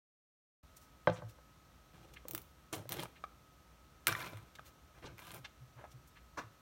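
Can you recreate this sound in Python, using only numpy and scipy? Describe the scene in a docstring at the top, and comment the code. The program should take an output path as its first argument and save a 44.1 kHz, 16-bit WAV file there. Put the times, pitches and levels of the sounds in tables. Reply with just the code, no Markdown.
"""Opening a yogurt cup on a desk

A plastic yogurt cup is set down on a desk in a small quiet room, close to the microphone.
Fingers pick at the foil lid, the seal cracks open and tears along the rim, and the foil is folded back.
At last the cup is nudged along. Foil is random slips, sharp cracks and bending waves, sent through
resonances of lid and cup. Knocks, cup pops and taps, and desk booms are decaying sines, some with noise;
brushes and the nudge are friction. Faint air and a thin whine lie behind; short echoes surround the rest
except the desk booms.
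"""
import sys
import numpy as np
from scipy import signal
from scipy.fft import rfft, irfft, next_fast_len
from scipy.io import wavfile
from scipy.ndimage import uniform_filter1d

SR = 44100
rng = np.random.default_rng(int(sys.argv[2]) if len(sys.argv) > 2 else 0)


def inscribe(sig):
    """Save sig as 16-bit PCM at rate SR to the path in sys.argv[1].

    A 1-D sig is mono; a 2-D sig holds one channel per row.
    Samples are clipped to [-1, 1] before scaling.
    """
    pcm = np.round(np.clip(np.atleast_2d(sig).T, -1, 1) * 32767)
    wavfile.write(sys.argv[1], SR, pcm.astype(np.int16))


N = 291615
T = np.arange(N) / SR
SHORT = T[:16384]  # time axis of one short sound, in seconds

# Room noise behind the scene. Each row: frequency in Hz, relative density in dB per Hz.
AIR_SPECTRUM = [(15, -45), (25, -27), (39, -14.5), (59, 2.5), (102, -10), (149, -7), (195, -13.5),
                (317, -14.5), (416, -20.5), (531, -18), (1130, -23), (1290, -22.5), (1610, -26.5),
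                (14000, -32.5), (16000, -36.5)]
# Colour of the microphone port. Each row: frequency in Hz, gain in dB.
MIC_COLOUR = [(4200, -0.5), (4900, -4), (5700, 0), (7600, -4.5), (9200, -5), (10300, -8), (11300, -5),
              (14000, -3.5)]
# The desk top booms under cup and hands. Each row: start in seconds, level in dB, pitch in Hz.
DESK_BOOMS = [(1.077, -41, 109.2), (1.072, -44, 164.5), (1.226, -44.5, 111), (2.326, -54, 115),
              (2.759, -53, 103.4), (2.848, -54, 123), (4.086, -49, 108), (4.333, -47.5, 106.2),
              (5.105, -57.5, 113.5), (5.385, -58.5, 126), (5.6, -53, 125.5), (5.75, -55, 122),
              (5.932, -52.5, 126.5), (6.428, -55, 109)]
# Resonances of the sliding cup. Each row: frequency in Hz, width in Hz, gain in dB.
SLIDE_MODES = [(297, 260, -7.5), (760, 160, -6.5), (1120, 78, 1), (1410, 51, -4), (1740, 160, -8.5),
               (2810, 99, -17.5), (3280, 190, -26)]
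# Fingertips and nails brush over foil and plastic.
# Each row: start in seconds, swell in seconds, level in dB, centre in Hz, width in octaves.
FINGER_BRUSHES = [(0.757, 0.014, -51.5, 12200, 1.4), (.775, 0.048, -63.5, 12000, 1.7),
                  (1.115, 0.025, -59, 6940, 0.44), (1.142, 0.029, -57.5, 1880, 1.2),
                  (1.275, 0.022, -59, 14000, 3.5), (2.131, 0.0085, -54.5, 3250, 2),
                  (2.153, 0.015, -54.5, 1970, 0.57), (3.144, 0.023, -61, 2010, 0.67),
                  (4.548, 0.0078, -52, 2580, 1.4), (4.63, 0.037, -58, 4000, 7.4),
                  (5.038, 0.025, -56, 3500, 0.85), (5.151, .11, -64, 3240, 0.25),
                  (5.439, 0.013, -47, 1850, 1), (5.744, 0.051, -56.5, 606, 1.15),
                  (5.829, 0.018, -54, 900, 0.73), (5.898, 0.02, -62.5, 5850, 1),
                  (6.061, 0.019, -63, 11100, 0.89), (6.15, 0.02, -58.5, 1880, 0.67),
                  (6.364, 0.022, -54, 5540, 0.38)]
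# The cup's wall buckles under the fingers; the last three rows are taps of the cup as it is dragged
# on the desk. Each row: start in seconds, level in dB, pitch in Hz, t60 in seconds.
CUP_POPS_AND_TAPS = [(2.253, -53, 500, 0.022), (2.2543, -62, 1070, 0.015), (2.3362, -49, 336, 0.12),
                     (2.856, -55.5, 557, 0.0065), (3.034, -49.5, 915, 0.025), (3.056, -53, 1180, 0.01),
                     (3.2393, -43.5, 1243, 0.021), (4.1258, -41, 1450, 0.013), (4.1507, -40, 1910, 0.021),
                     (4.333, -53.5, 506, 0.011), (4.587, -58, 1570, 0.012), (4.5938, -52.5, 1310, 0.01),
                     (5.028, -62, 610, 0.015), (5.049, -52.5, 407, 0.004), (5.841, -52, 717, 0.052),
                     (6.3783, -47.5, 945, 0.08), (6.3892, -50, 1470, 0.022), (6.4022, -52, 1117, 0.085)]
# The cup's base meets the desk. Each row: start in seconds, level in dB, contact time in seconds.
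BASE_KNOCKS = [(1.0722, -24, 0.00012), (1.093, -32, 0.00061), (1.11, -48, 0.0017), (1.183, -50, 0.0014),
               (1.2198, -49, 0.00041), (1.384, -63, 0.00025)]
# Modes of the cup on the desk. Each row: frequency in Hz, gain in dB, t60 in seconds.
KNOCK_MODES = [(111, -11, 0.14), (170.6, -7.5, 0.17), (319.5, -9, 0.058), (506, -2, 0.088),
               (585, -1, 0.076), (721, -6, 0.12), (856, -6.5, 0.08), (1065, 0, 0.019), (1180, -27, 0.2),
               (1316, -17, 0.063), (1480, -11, 0.067), (1563, -5, 0.049), (2000, 1, 0.009),
               (2580, -15, 0.011), (3170, -13.5, 0.028), (3875, -22.5, 0.068), (4460, -43, 0.036),
               (5930, -51, 0.052)]
# Foil creases and the seal snap.
# Each row: start in seconds, crack level in dB, crack pitch in Hz, level of the lid's ring in dB.
FOIL_SNAPS = [(2.284, -42.5, 16200, -61), (2.3103, -42, 15500, -62.5), (2.3345, -49, 14500, -74),
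              (2.3491, -37.5, 14900, -48), (2.3784, -45.5, 14800, -55.5), (2.4177, -59, 12800, -78),
              (2.736, -54, 9600, -47.5), (2.8921, -43.5, 15000, -55), (2.9214, -41.5, 12200, -47.5),
              (2.9279, -43.5, 11000, -54), (2.9405, -53, 12900, -59), (2.9953, -68, 10900, -48),
              (3.0018, -53, 10900, -57), (3.0341, -49, 9600, -60), (4.0699, -29.5, 9900, -31),
              (4.0807, -33.5, 13100, -41.5), (4.122, -54, 12000, -46), (4.1259, -50, 5860, -47),
              (4.3075, -86, 5960, -66.5), (4.372, -65, 9600, -61), (5.182, -64, 13000, -61),
              (5.1917, -69, 9500, -55.5), (5.2697, -59, 11000, -59.5), (5.3066, -62, 3500, -58),
              (5.317, -55.5, 9650, -61), (5.3451, -52, 12100, -60)]
# Spectrum of a foil crack. Each row: frequency in Hz, gain in dB.
CRACK_SPECTRUM = [(300, -17), (1500, -41), (3300, -16), (5000, -9.5), (7400, -4), (9200, 0.5),
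                  (12000, -0.5), (14500, -3.5), (17000, -4)]
# Spectrum of the lid's ring. Each row: frequency in Hz, gain in dB.
LID_SPECTRUM = [(100, -22), (250, -18), (400, -9), (900, -2.5), (1350, 0), (2000, -4), (3200, -3),
                (4200, -8), (6000, -14), (8000, -20), (16000, -32)]
# Resonances of the lid. Each row: frequency in Hz, width in Hz, gain in dB.
LID_MODES = [(527, 62, -26), (687, 52, 4.5), (1010, 57, 5.5), (1185, 24, 7.5), (1368, 73, 6.5),
             (1573, 130, 4.5), (2140, 400, -3.5), (2340, 16, 9), (2483, 98, -1.5), (3100, 89.5, -49),
             (3290, 220, -19), (4300, 210, -28)]
# Resonances of the cup's body. Each row: frequency in Hz, width in Hz, gain in dB.
BODY_MODES = [(108, 18, 2), (168.4, 29, 0.5), (239, 42, -10.5), (339.6, 59, -3.5), (534, 70, -8.5),
              (753, 96, -10)]
# Pulls or rubs of the fingers on the foil. Each row: start in seconds, hold in seconds,
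# release t60 in seconds, rustle in dB, treble hiss in dB, body of the cup in dB.
FOIL_PULLS = [(1.931, 0.027, 0.95, -67, -76, -61), (2.26, .12, 0.066, -75.5, -80, -58.5),
              (2.725, 0.0098, .16, -44.5, -44, -39), (2.893, 0.073, 0.095, -54, -58, -48),
              (2.982, 0.043, 0.091, -49, -54.5, -46), (4.072, 0.019, 0.15, -37.5, -47, -42.5),
              (4.158, 0.039, 0.57, -45, -52.5, -52), (4.941, 0.042, 0.24, -68, -77, -62.5),
              (5.019, 0.042, 0.23, -55.5, -82, -53.5), (5.17, 0.13, .1, -60, -60.5, -63.5),
              (5.332, 0.032, 0.1, -57, -55.5, -54.5)]

AIR_DB = -62.5
WHINE_HZ, WHINE_WIDTH_HZ, WHINE_DB = 1275, 490, -74
BOOM_SWELL_CYCLES = 3.25
# the cup's base judders along the desk in one short push
NUDGE_S, NUDGE_ATTACK_S, NUDGE_HOLD_S, NUDGE_T60_S, NUDGE_DB = 6.371, 0.0058, 0.012, 0.16, -40
OPEN_S = 4.06  # the seal gives way and the lid is free to ring
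# a long pull starts gently: its attack grows by this share of the hold
PULL_ATTACK_S, PULL_ATTACK_SHARE = 0.0029, .15
BODY_POWER = 0.56  # the cup's body dies away later than the pull
START_S, TOP_HZ = .629, 15950  # the microphone opens; upper edge of its band


def undb(db):
    """Decibels to gain."""
    return 10 ** (np.asarray(db) / 20)


def unit(x):
    """Scale to rms 1."""
    return x / np.sqrt(np.mean(x ** 2))


def blow(x):
    """Scale a short sound to the energy of 20 ms at rms 1."""
    return x / np.sqrt(np.sum(x ** 2) / (.02 * SR))


def add(out, start, x):
    """Mix x into out from a time in seconds on."""
    i = int(start * SR)
    out[i:i + len(x)] += x[:N - i]


def filtered(x, response):
    """Pass x through a frequency response, given as a function of Hz."""
    size = next_fast_len(len(x) + 4096)
    hz = np.maximum(np.arange(size // 2 + 1) * SR / size, 1)
    return irfft(rfft(x, size) * response(hz), size)[:len(x)]


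def colour(x, points):
    """Give x a spectrum of (Hz, dB) points."""
    hz, db = np.transpose(points)
    return filtered(x, lambda f: undb(np.interp(np.log(f), np.log(hz), db)))


def resonate(x, modes):
    """Pass x through parallel (Hz, width, dB) resonances of alternating sign."""
    def response(f):
        total = 0
        for k, (hz, width, db) in enumerate(modes):
            detuning = (f / hz - hz / f) * hz / width
            total = total + (-1) ** k * undb(db) / (1 + 1j * detuning)
        return total
    return filtered(x, response)


def fade(t60):
    """Exponential decay by 60 dB in t60 seconds."""
    return np.exp(-np.log(1000) * SHORT / t60)


def burst(t60):
    """Noise that dies away."""
    return blow(rng.standard_normal(len(SHORT)) * fade(t60))


def grains(rate, spread_db, size):
    """Tiny slips at random moments and of uneven strength; the power does not depend on their rate."""
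    strength = undb(spread_db * np.minimum(rng.exponential(size=size), 4))
    slipping = rng.random(size) < rate / SR
    sign = rng.choice([-1, 1], size)
    return unit(slipping * sign * strength / np.sqrt(rate))


def wander(size):
    """Smooth chance of spread 1 that changes over size samples."""
    return unit(uniform_filter1d(rng.standard_normal(N), size))


def gesture(start, attack, hold, t60):
    """Effort of a hand: it rises, holds and dies away."""
    age = T - start
    release = np.clip((age - attack - hold) / t60, 0, 2)
    return np.clip(age / attack, 0, 1) * np.exp(-np.log(1000) * release)


def waver(x, depth):
    """Let the pitch of a ring drift by a share depth as its sheet bends."""
    bend = uniform_filter1d(wander(size=2000), size=2000)
    bend_speed = np.std(np.diff(bend) * SR)
    return np.interp(T + depth * bend / bend_speed, T, x)


def air(band_db=-1):
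    """Faint rumble and hiss, with a thin whine of slightly drifting pitch in a band of noise."""
    pitch = WHINE_HZ + 6 * wander(size=1500)
    tone = unit(np.sin(2 * np.pi * np.cumsum(pitch) / SR))
    band = unit(resonate(rng.standard_normal(N), [(WHINE_HZ, WHINE_WIDTH_HZ, 0)]))
    hush = unit(colour(rng.standard_normal(N), AIR_SPECTRUM))
    return undb(AIR_DB) * hush + undb(WHINE_DB) * (tone + undb(band_db) * band)


def room(x, near_db=-9.5, near_t60=0.039, far_db=-16.5, far_t60=0.4):
    """Quick reflections from things on the desk, then the walls' short tail; the bass stays drier."""
    near_noise = burst(near_t60) * (SHORT > .0015)
    near = blow(colour(near_noise, [(250, -14), (1200, 0), (7000, 0), (16000, -3)]))
    far_noise = burst(far_t60) * (SHORT > .006)
    far = blow(colour(far_noise, [(170, -9), (1000, 0), (5000, 0), (16000, -3)]))
    echoes = (undb(near_db) * near + undb(far_db) * far) / np.linalg.norm(near)
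    return x + signal.fftconvolve(x, echoes)[:N]


def booms():
    """A soft push lets a low mode of the desk swell for a few cycles and die."""
    out = np.zeros(N)
    for start, db, hz in DESK_BOOMS:
        age = SHORT * hz / BOOM_SWELL_CYCLES
        swell = (age * np.exp(1 - age)) ** 2
        add(out, start, undb(db) * np.sqrt(2) * np.sin(2 * np.pi * hz * SHORT) * swell)
    return out


def nudge(rate=2500, spread_db=2):
    """The base sticks and slips, ringing the cup."""
    push = gesture(NUDGE_S, NUDGE_ATTACK_S, NUDGE_HOLD_S, NUDGE_T60_S)
    judder = unit(resonate(grains(rate, spread_db, size=N), SLIDE_MODES))
    return undb(NUDGE_DB) * push * judder


def brushes(rate=4000, spread_db=3, sharpness=5):
    """Short strokes of fine friction that swell and fade."""
    out = np.zeros(N)
    for start, swell, db, hz, octaves in FINGER_BRUSHES:
        friction = grains(rate, spread_db, size=len(SHORT))
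        rub = filtered(friction, lambda f: np.exp(-.5 * (np.log2(f / hz) / octaves) ** 2))
        age = SHORT / swell
        stroke = (age * np.exp(1 - age)) ** sharpness
        add(out, start, undb(db) * unit(rub) * stroke)
    return out


def pops_and_taps(overtone_db=-17, undertone_db=-9, rattle_db=-7, rattle_width=0.12, onset_s=0.00033):
    """The thin wall flips, or the dragged cup taps the desk: a brief ring and a rattle around its pitch."""
    out = np.zeros(N)
    partials = [(1, 0), (1.85, overtone_db), (.62, undertone_db)]  # pitch ratio, dB
    for start, db, hz, t60 in CUP_POPS_AND_TAPS:
        tones = sum(undb(gain_db) * np.sin(2 * np.pi * ratio * hz * SHORT) for ratio, gain_db in partials)
        ring = blow(tones * fade(t60))
        rattle = blow(resonate(burst(t60), [(hz, rattle_width * hz, 0)]))
        onset = 1 - np.exp(-SHORT / onset_s)
        add(out, start, undb(db) * blow((ring + undb(rattle_db) * rattle) * onset))
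    return out


def knocks(crack_db=-9, crack_t60=0.027, clatter_db=-22, clatter_t60=0.15):
    """The full cup lands and rocks; a softer contact lasts longer and sounds duller."""
    out = np.zeros(N)
    ring = 0
    for k, (hz, db, t60) in enumerate(KNOCK_MODES):
        ring = ring + (-1) ** k * undb(db) * np.sin(2 * np.pi * hz * SHORT) * fade(t60)
    ring = blow(ring)
    for start, db, contact in BASE_KNOCKS:
        crack = blow(resonate(burst(crack_t60), [(706, 1470, -8.0), (1670, 1120, -8.5)]))
        # the rim of the base chatters on the desk as it settles
        chatter = grains(980, 6.6, size=len(SHORT)) * fade(clatter_t60)
        clatter = blow(resonate(chatter, [(3100, 2700, 0)]))
        # smooth push of the contact, peaking after one contact time
        push = np.exp(-.5 * (SHORT[:256] * np.pi / contact - np.pi) ** 2)
        impact = ring + undb(crack_db) * crack + undb(clatter_db) * clatter
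        add(out, start, undb(db) * blow(signal.fftconvolve(impact, push)))
    return out


def snaps(travel_s=0.001015, scatter_db=-5, scatter_t60=0.0094, shiver_db=-8, shiver_t60=0.065,
          sealed_db=-11, free_db=-2, width=0.14, broad_db=-3):
    """Each snap runs through the foil as a bending wave, treble first, and leaves the lid shivering."""
    out = np.zeros(N)
    lead = 128  # samples of silence ahead of the snap for the filters
    # travel_s is the delay at 1 kHz; it falls with the root of frequency
    wave = filtered(signal.unit_impulse(len(SHORT)),
                    lambda f: np.exp(-4j * np.pi * travel_s * np.sqrt(1000 * f)))
    for start, crack_db, hz, lid_db in FOIL_SNAPS:
        # wrinkles and the rim scatter the wave
        scattered = undb(scatter_db) * burst(scatter_t60) + undb(shiver_db) * burst(shiver_t60)
        kick = np.pad(blow(wave) + scattered, (lead, 0))
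        # a smaller crease cracks higher
        pitched = blow(resonate(kick, [(hz, width * hz, 0)]))
        crack = pitched + undb(broad_db) * blow(colour(kick, CRACK_SPECTRUM))
        ringing_db = free_db if start > OPEN_S else sealed_db
        lid_ring = blow(resonate(kick, LID_MODES))
        lid = blow(colour(kick, LID_SPECTRUM)) + undb(ringing_db) * lid_ring
        add(out, start - lead / SR, undb(crack_db) * blow(crack) + undb(lid_db) * blow(lid))
    return out


def crinkle(slips, points, patchy_db):
    """Each crease favours its own pitch: the octaves of the crackle flicker separately."""
    base, out = colour(slips, points), 0
    for hz in 125 * 2 ** np.arange(8):
        band = filtered(base, lambda f: np.maximum(1 - np.abs(np.log2(f / hz)), 0))
        out = out + band * undb(patchy_db * wander(size=450))
    return unit(out)


def peel(rate=2000, rate_at_db=-55, rate_rise=0.39, spread_db=2.5, catch_db=2, patchy_db=3,
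         sealed_db=-9, free_db=6, flex=0.012, squeeze=0.048,
         crease_rate=70, crease_db=-8, crease_spread_db=2):
    """Glue threads part and creases slip in a dense crackle that drives the lid and the cup."""
    power = np.zeros((3, N))
    for start, hold, t60, rustle_db, hiss_db, body_db in FOIL_PULLS:
        effort = gesture(start, PULL_ATTACK_S + PULL_ATTACK_SHARE * hold, hold, t60)
        levels = [undb(rustle_db) * effort, undb(hiss_db) * effort, undb(body_db) * effort ** BODY_POWER]
        power += np.array(levels) ** 2
    rustle, hiss, body = np.sqrt(power)
    # a faster pull is louder and parts more threads a second
    slip_rate = 1000 + rate * (rustle / undb(rate_at_db)) ** rate_rise
    # the foil catches and lets go every few milliseconds
    slips = unit(grains(slip_rate, spread_db, size=N) * undb(catch_db * wander(size=220)))
    # now and then a small crease flips
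    slips = slips + undb(crease_db) * grains(crease_rate, crease_spread_db, size=N)
    # the lid bends and the cup is squeezed, so their resonances waver
    ring = unit(waver(resonate(slips, LID_MODES), flex))
    cup = unit(waver(resonate(slips, BODY_MODES), squeeze))
    ringing = undb(np.where(T > OPEN_S, free_db, sealed_db))
    lid = (crinkle(slips, LID_SPECTRUM, patchy_db) + ringing * ring) / np.hypot(1, ringing)
    treble = crinkle(slips, CRACK_SPECTRUM, patchy_db)
    return rustle * lid + hiss * treble + body * cup


def scene():
    """Cup, foil and hands in the room, over the desk's booms and the air."""
    close_sounds = nudge() + brushes() + pops_and_taps() + knocks() + snaps() + peel()
    return (air() + booms() + room(close_sounds))[None]


def record(dry):
    """The microphone colours the treble and opens after a silent start; the top is cut."""
    opened = np.clip((T - START_S) / .005, 0, 1)
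    top_cut = signal.ellip(10, .2, 80, TOP_HZ, fs=SR, output="sos")
    return signal.sosfilt(top_cut, colour(dry[0], MIC_COLOUR) * opened)[None]


dry = scene()
out = record(dry)
inscribe(out)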